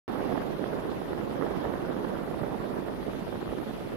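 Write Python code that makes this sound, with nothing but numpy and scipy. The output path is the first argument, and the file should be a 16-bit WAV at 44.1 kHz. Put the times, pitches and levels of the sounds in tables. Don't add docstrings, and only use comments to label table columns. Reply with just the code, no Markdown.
import sys
import numpy as np
from scipy import signal
from scipy.fft import rfft, irfft
from scipy.io import wavfile
from scipy.ndimage import uniform_filter1d

SR = 44100
rng = np.random.default_rng(int(sys.argv[2]) if len(sys.argv) > 2 else 0)


def voltage_ratio(level):
    return 10 ** (np.asarray(level, float) / 20)


def wrap_up_sound(samples):
    columns = np.atleast_2d(samples).T
    tamed = np.clip(columns, -1, 1)
    steps = np.round(tamed * 32767).astype(np.int16)
    wavfile.write(sys.argv[1], SR, steps)


N = 174636

# time_s, right_level_db, left_level_db
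WIND_GUSTS = [(0.09, -29, -39.5), (0.32, -28.5, -37), (0.54, -30, -40), (0.77, -30, -38), (1.0, -31, -38.5),
              (1.23, -32, -38.5), (1.45, -29.0, -38), (1.68, -29, -38.0), (1.91, -30.5, -38),
              (2.13, -29, -38), (2.36, -31, -39.5), (2.59, -29, -38.5), (2.81, -30.9, -38.5),
              (3.04, -32, -40.5), (3.27, -33.7, -40), (3.5, -33.0, -39.5), (3.72, -33, -40.5),
              (3.95, -35.3, -40.5)]
# time_s, peak_db, width_ms
EDDY_HITS = [(0.1502, -16.8, 0.81), (0.2152, -17.0, 0.62), (0.2288, -16.6, 0.68), (0.3294, -15.9, 0.99),
             (0.3412, -13.3, 1.19), (0.7528, -18.3, 0.81), (1.1082, -18.9, 0.96), (1.2006, -18.8, 1.14),
             (1.4448, -14.7, 0.9), (1.5743, -17.3, 1.34), (1.6606, -16.3, 0.6), (1.8939, -16.1, 0.82),
             (1.9105, -17.1, 0.68), (2.4242, -18.8, 1.98), (2.7912, -19.1, 1.11), (3.0676, -18.1, 0.81),
             (3.0821, -16.5, 0.69), (3.1911, -20.0, 0.97), (3.2912, -20.0, 0.83), (3.3435, -20.1, 0.76),
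             (3.4298, -18.9, 0.94), (3.527, -16.2, 0.81), (3.5518, -19.8, 0.89), (3.5756, -19.6, 0.97),
             (3.8744, -21.3, 0.74), (3.9433, -22.7, 0.86)]
# time_s, depth_db
WIND_LULLS = [(.57, -6), (1.05, -5), (2.25, -5), (2.58, -5), (2.84, -5), (2.97, -7), (3.047, -11),
              (3.255, -9), (3.305, -7), (3.45, -6), (3.565, -6), (3.65, -6), (3.89, -6)]
# pitch_hz, level_db (per Hz)
WIND_COLOUR_RIGHT = [(25, -35), (70, -15), (200, -1), (330, -0.5), (600, -6.5), (1100, -16), (2000, -26.5),
                     (5000, -93)]
WIND_COLOUR_LEFT = [(25, -26), (70, -2.5), (200, 1.5), (440, -0.5), (500, -2), (1100, -8), (1900, -15.5),
                    (5000, -99)]
# pitch_hz, level_db (per Hz)
WASH_COLOUR_RIGHT = [(500, -6), (1800, 2), (3300, 0), (5000, -8), (7800, -15.5), (10300, -10),
                     (12700, -13.5), (14000, -10.5)]
WASH_COLOUR_LEFT = [(1800, 5), (3500, 3), (5400, -9), (6600, -29.5), (7800, -33), (9300, -18),
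                    (11000, -8.5), (13000, -14)]
WASH_LEVEL = [
    [-51.5],
    [-50],
]
# time_s, level_db
WASH_SWELL = [(.09, 1), (.3, 2), (.65, .5), (1.1, -.5), (1.35, -.5), (1.55, 1.5), (1.8, -.5), (2.2, -1),
              (2.9, -1), (3.13, 1), (3.35, -.8), (3.6, .5), (3.95, 0)]
# pitch_hz, share (1 = fully)
SWELL_SHARE = [(2000, 1), (4000, 1), (7000, 0.25), (14000, .4)]
# pitch_hz, likeness (0 to 1)
WASH_LIKENESS = [(1000, .1), (2400, .35), (4200, .35), (6000, .15), (14000, .05)]
# pitch_hz, level_db (per Hz)
HULL_COLOUR = [(20, -17), (33, -19), (45, 6), (70, 2.5), (130, -3), (300, -45)]
# pitch_hz, left_level_db, right_level_db, waver_hz
MACHINE_TONES = [(37.7, -55.5, -62, .6), (150.7, -60, -64, 1.2), (194.5, -53, -59, 2.5),
                 (363.4, -54.5, -61, 1.2), (409, -54, -61, 4), (438.7, -56, -62, 4), (563, -56, -63, 7),
                 (866.7, -62, -69, 3)]
FAINT_LIMIT = [-98.5, -92]


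def evened(x):
    return x / np.sqrt(np.mean(x ** 2, -1, keepdims=True) + 1e-20)


def read(points, hz):
    table_hz, value = np.transpose(points)
    return np.interp(np.log(hz + 1), np.log(table_hz + 1), value)


def drift(top_hz, low_hz=0.):
    hz = np.fft.rfftfreq(N, 1 / SR)
    not_too_fast = 1 / (1 + (hz / top_hz) ** 4)
    not_too_slow = hz ** 2 / (hz ** 2 + low_hz ** 2 + 1e-6)
    return evened(irfft(rfft(rng.standard_normal(N)) * not_too_fast * not_too_slow, N))


def coloured(x, table):
    spectrum, hz = rfft(x), np.fft.rfftfreq(N, 1 / SR)
    own_colour = np.sqrt(uniform_filter1d(abs(spectrum) ** 2, size=301) + 1e-12)
    return evened(irfft(spectrum / own_colour * voltage_ratio(read(table, hz)), N))


def random_patches(shape, bins, frames):
    blotches = uniform_filter1d(rng.standard_normal(shape), size=bins, axis=0)
    blotches = uniform_filter1d(blotches, size=frames, axis=1)
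    return blotches / blotches.std()


def wind(column, table, level_db, lump_db, flutter_db, patch_db, bend, extra_db=0):
    rows = np.array(WIND_GUSTS)
    gust_db = np.interp(np.arange(N) / SR, rows[:, 0], rows[:, column])
    wander_db = lump_db * drift(top_hz=20, low_hz=10) + flutter_db * drift(top_hz=65, low_hz=30)
    wander_db = wander_db * (1 + .16 * (gust_db.mean() - gust_db))
    soft_db = np.where(wander_db > 0, 4 * np.tanh(wander_db / 4), wander_db)
    lumps = voltage_ratio(soft_db + extra_db)
    speed = evened(drift(top_hz=442, low_hz=153) * lumps)
    speed = 3 * np.tanh(speed / 3)
    fine_hiss = 0.004 * rng.standard_normal(N) * lumps
    pressure = speed + bend * speed ** 2 + fine_hiss
    sound = patchy(coloured(pressure - pressure.mean(), table), patch_db, gust_db)
    return voltage_ratio(level_db + gust_db.mean()) * sound


def patchy(x, depth_db, gust_db):
    hz, t, z = signal.stft(x, SR, nperseg=512, noverlap=384)
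    patches = random_patches(z.shape, bins=3, frames=8)
    octaves = np.clip(np.log2(hz / 300 + 1e-3), -2, 2)[:, None]
    tilt = 1 + .42 * octaves
    gust = tilt * np.interp(t, np.arange(N) / SR, gust_db - gust_db.mean())
    return signal.istft(z * voltage_ratio(depth_db * patches + gust), nperseg=512, noverlap=384)[1][:N]


def stir():
    t = np.arange(N) / SR
    stir_db, stir_s, lull_s = 1.6, .03, .009
    rough = sum(np.exp(-.5 * ((t - time_s) / stir_s) ** 2) for time_s, _, _ in EDDY_HITS)
    calm_db = sum(db * np.exp(-.5 * ((t - time_s) / lull_s) ** 2) for time_s, db in WIND_LULLS)
    return stir_db * np.minimum(rough, 1.3) + calm_db


def eddies():
    out, t = np.zeros(N), np.arange(-300, 300) / SR
    spread, period = 1.05, 3.2
    for time_s, peak_db, width_ms in EDDY_HITS:
        u = t * 1000 / width_ms
        bell = np.exp(-.5 * (u / spread) ** 2)
        push = np.cos(2 * np.pi * u / period)
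        balanced = bell * (push - (push * bell).sum() / bell.sum())
        part = out[round(time_s * SR) - 300:][:600]
        part += (voltage_ratio(peak_db + .7) * balanced)[:len(part)]
    return out


def wash():
    frames, hz = N // 128 + 6, np.fft.rfftfreq(512, 1 / SR)
    a, b, c, d = rng.standard_normal((4, 257, frames))
    left, other = a + 1j * b, c + 1j * d
    same = np.clip(read(WASH_LIKENESS, hz), 0, 1)[:, None]
    right = same * left * np.exp(1j * 1.86) + np.sqrt(1 - same ** 2) * other
    z = np.array([left, right])

    rows = np.array(WASH_SWELL)
    frame_s = (np.arange(frames) - 2) * 128 / SR
    swell_db = np.interp(frame_s, rows[:, 0], rows[:, 1] - rows[:, 1].mean())
    left_top_db = (hz > 13100) * (-23 - WASH_COLOUR_LEFT[-1][1])
    colour_db = np.array([read(WASH_COLOUR_LEFT, hz) + left_top_db, read(WASH_COLOUR_RIGHT, hz)])
    foam_db = 1.5 * random_patches((257, frames), bins=12, frames=12)
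    z *= voltage_ratio(colour_db[:, :, None] + foam_db + read(SWELL_SHARE, hz)[:, None] * swell_db)
    hiss = evened(signal.istft(z, nperseg=512, noverlap=384)[1][:, :N])
    return voltage_ratio(np.array(WASH_LEVEL) + .5 * drift(top_hz=25, low_hz=9.3)) * hiss


def hull():
    shared, left, right = (coloured(rng.standard_normal(N), HULL_COLOUR) for _ in range(3))
    level_db = -58.5 + 4.1 * drift(top_hz=8.7)
    return voltage_ratio(level_db) * (shared + 1.07 * np.array([left, right]))


def machinery():
    out = np.zeros((2, N))
    for hz, left_db, right_db, waver_hz in MACHINE_TONES:
        turns = np.cumsum(hz + waver_hz * drift(top_hz=4.1)) / SR + rng.random()
        tone = np.sqrt(2) * np.sin(2 * np.pi * turns) * voltage_ratio(2.1 * drift(top_hz=2.7))
        out += voltage_ratio(np.array([[left_db], [right_db]])) * tone
    return out


def scene():
    left = wind(column=2, table=WIND_COLOUR_LEFT, level_db=.57, lump_db=2.5, flutter_db=1.0,
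                patch_db=1.5, bend=.04)
    right = wind(column=1, table=WIND_COLOUR_RIGHT, level_db=0, lump_db=0.3, flutter_db=2.0,
                 patch_db=1.6, bend=.13, extra_db=stir())
    push = eddies()
    calm = 1 - .7 * np.tanh(uniform_filter1d(abs(push), size=200) / .02)
    return np.array([left, calm * right + push]) + wash() + hull() + machinery()


def thinned(x):
    hz, t, z = signal.stft(x, SR, window="cosine", nperseg=2048, noverlap=1024)
    bands = (abs(z[:, :1024]) ** 2).reshape(2, 128, 8, -1).mean(2)
    loud_db = 10 * np.log10(uniform_filter1d(bands.sum(1), size=5) + 1e-12)
    rise_db = .45 * (loud_db - np.median(loud_db, 1, keepdims=True))
    floor_db = np.array(FAINT_LIMIT)[:, None] + rise_db
    keep = np.repeat(10 * np.log10(bands + 1e-20) > floor_db[:, None], 8, axis=1)
    keep = np.concatenate([keep, keep[:, :1]], 1) | (hz < 4800)[:, None]
    z = z * keep * (hz < 14540)[:, None]
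    return signal.istft(z, SR, window="cosine", nperseg=2048, noverlap=1024)[1][:, :N]


def top_cut(x):
    return signal.sosfilt(signal.butter(12, 15780, fs=SR, output="sos"), x)


def record(dry):
    open_s = .0789
    opened = np.clip((np.arange(N) - open_s * SR) / 6, 0, 1)
    return top_cut(thinned(dry) * opened)


dry = scene()
out = record(dry)
wrap_up_sound(out)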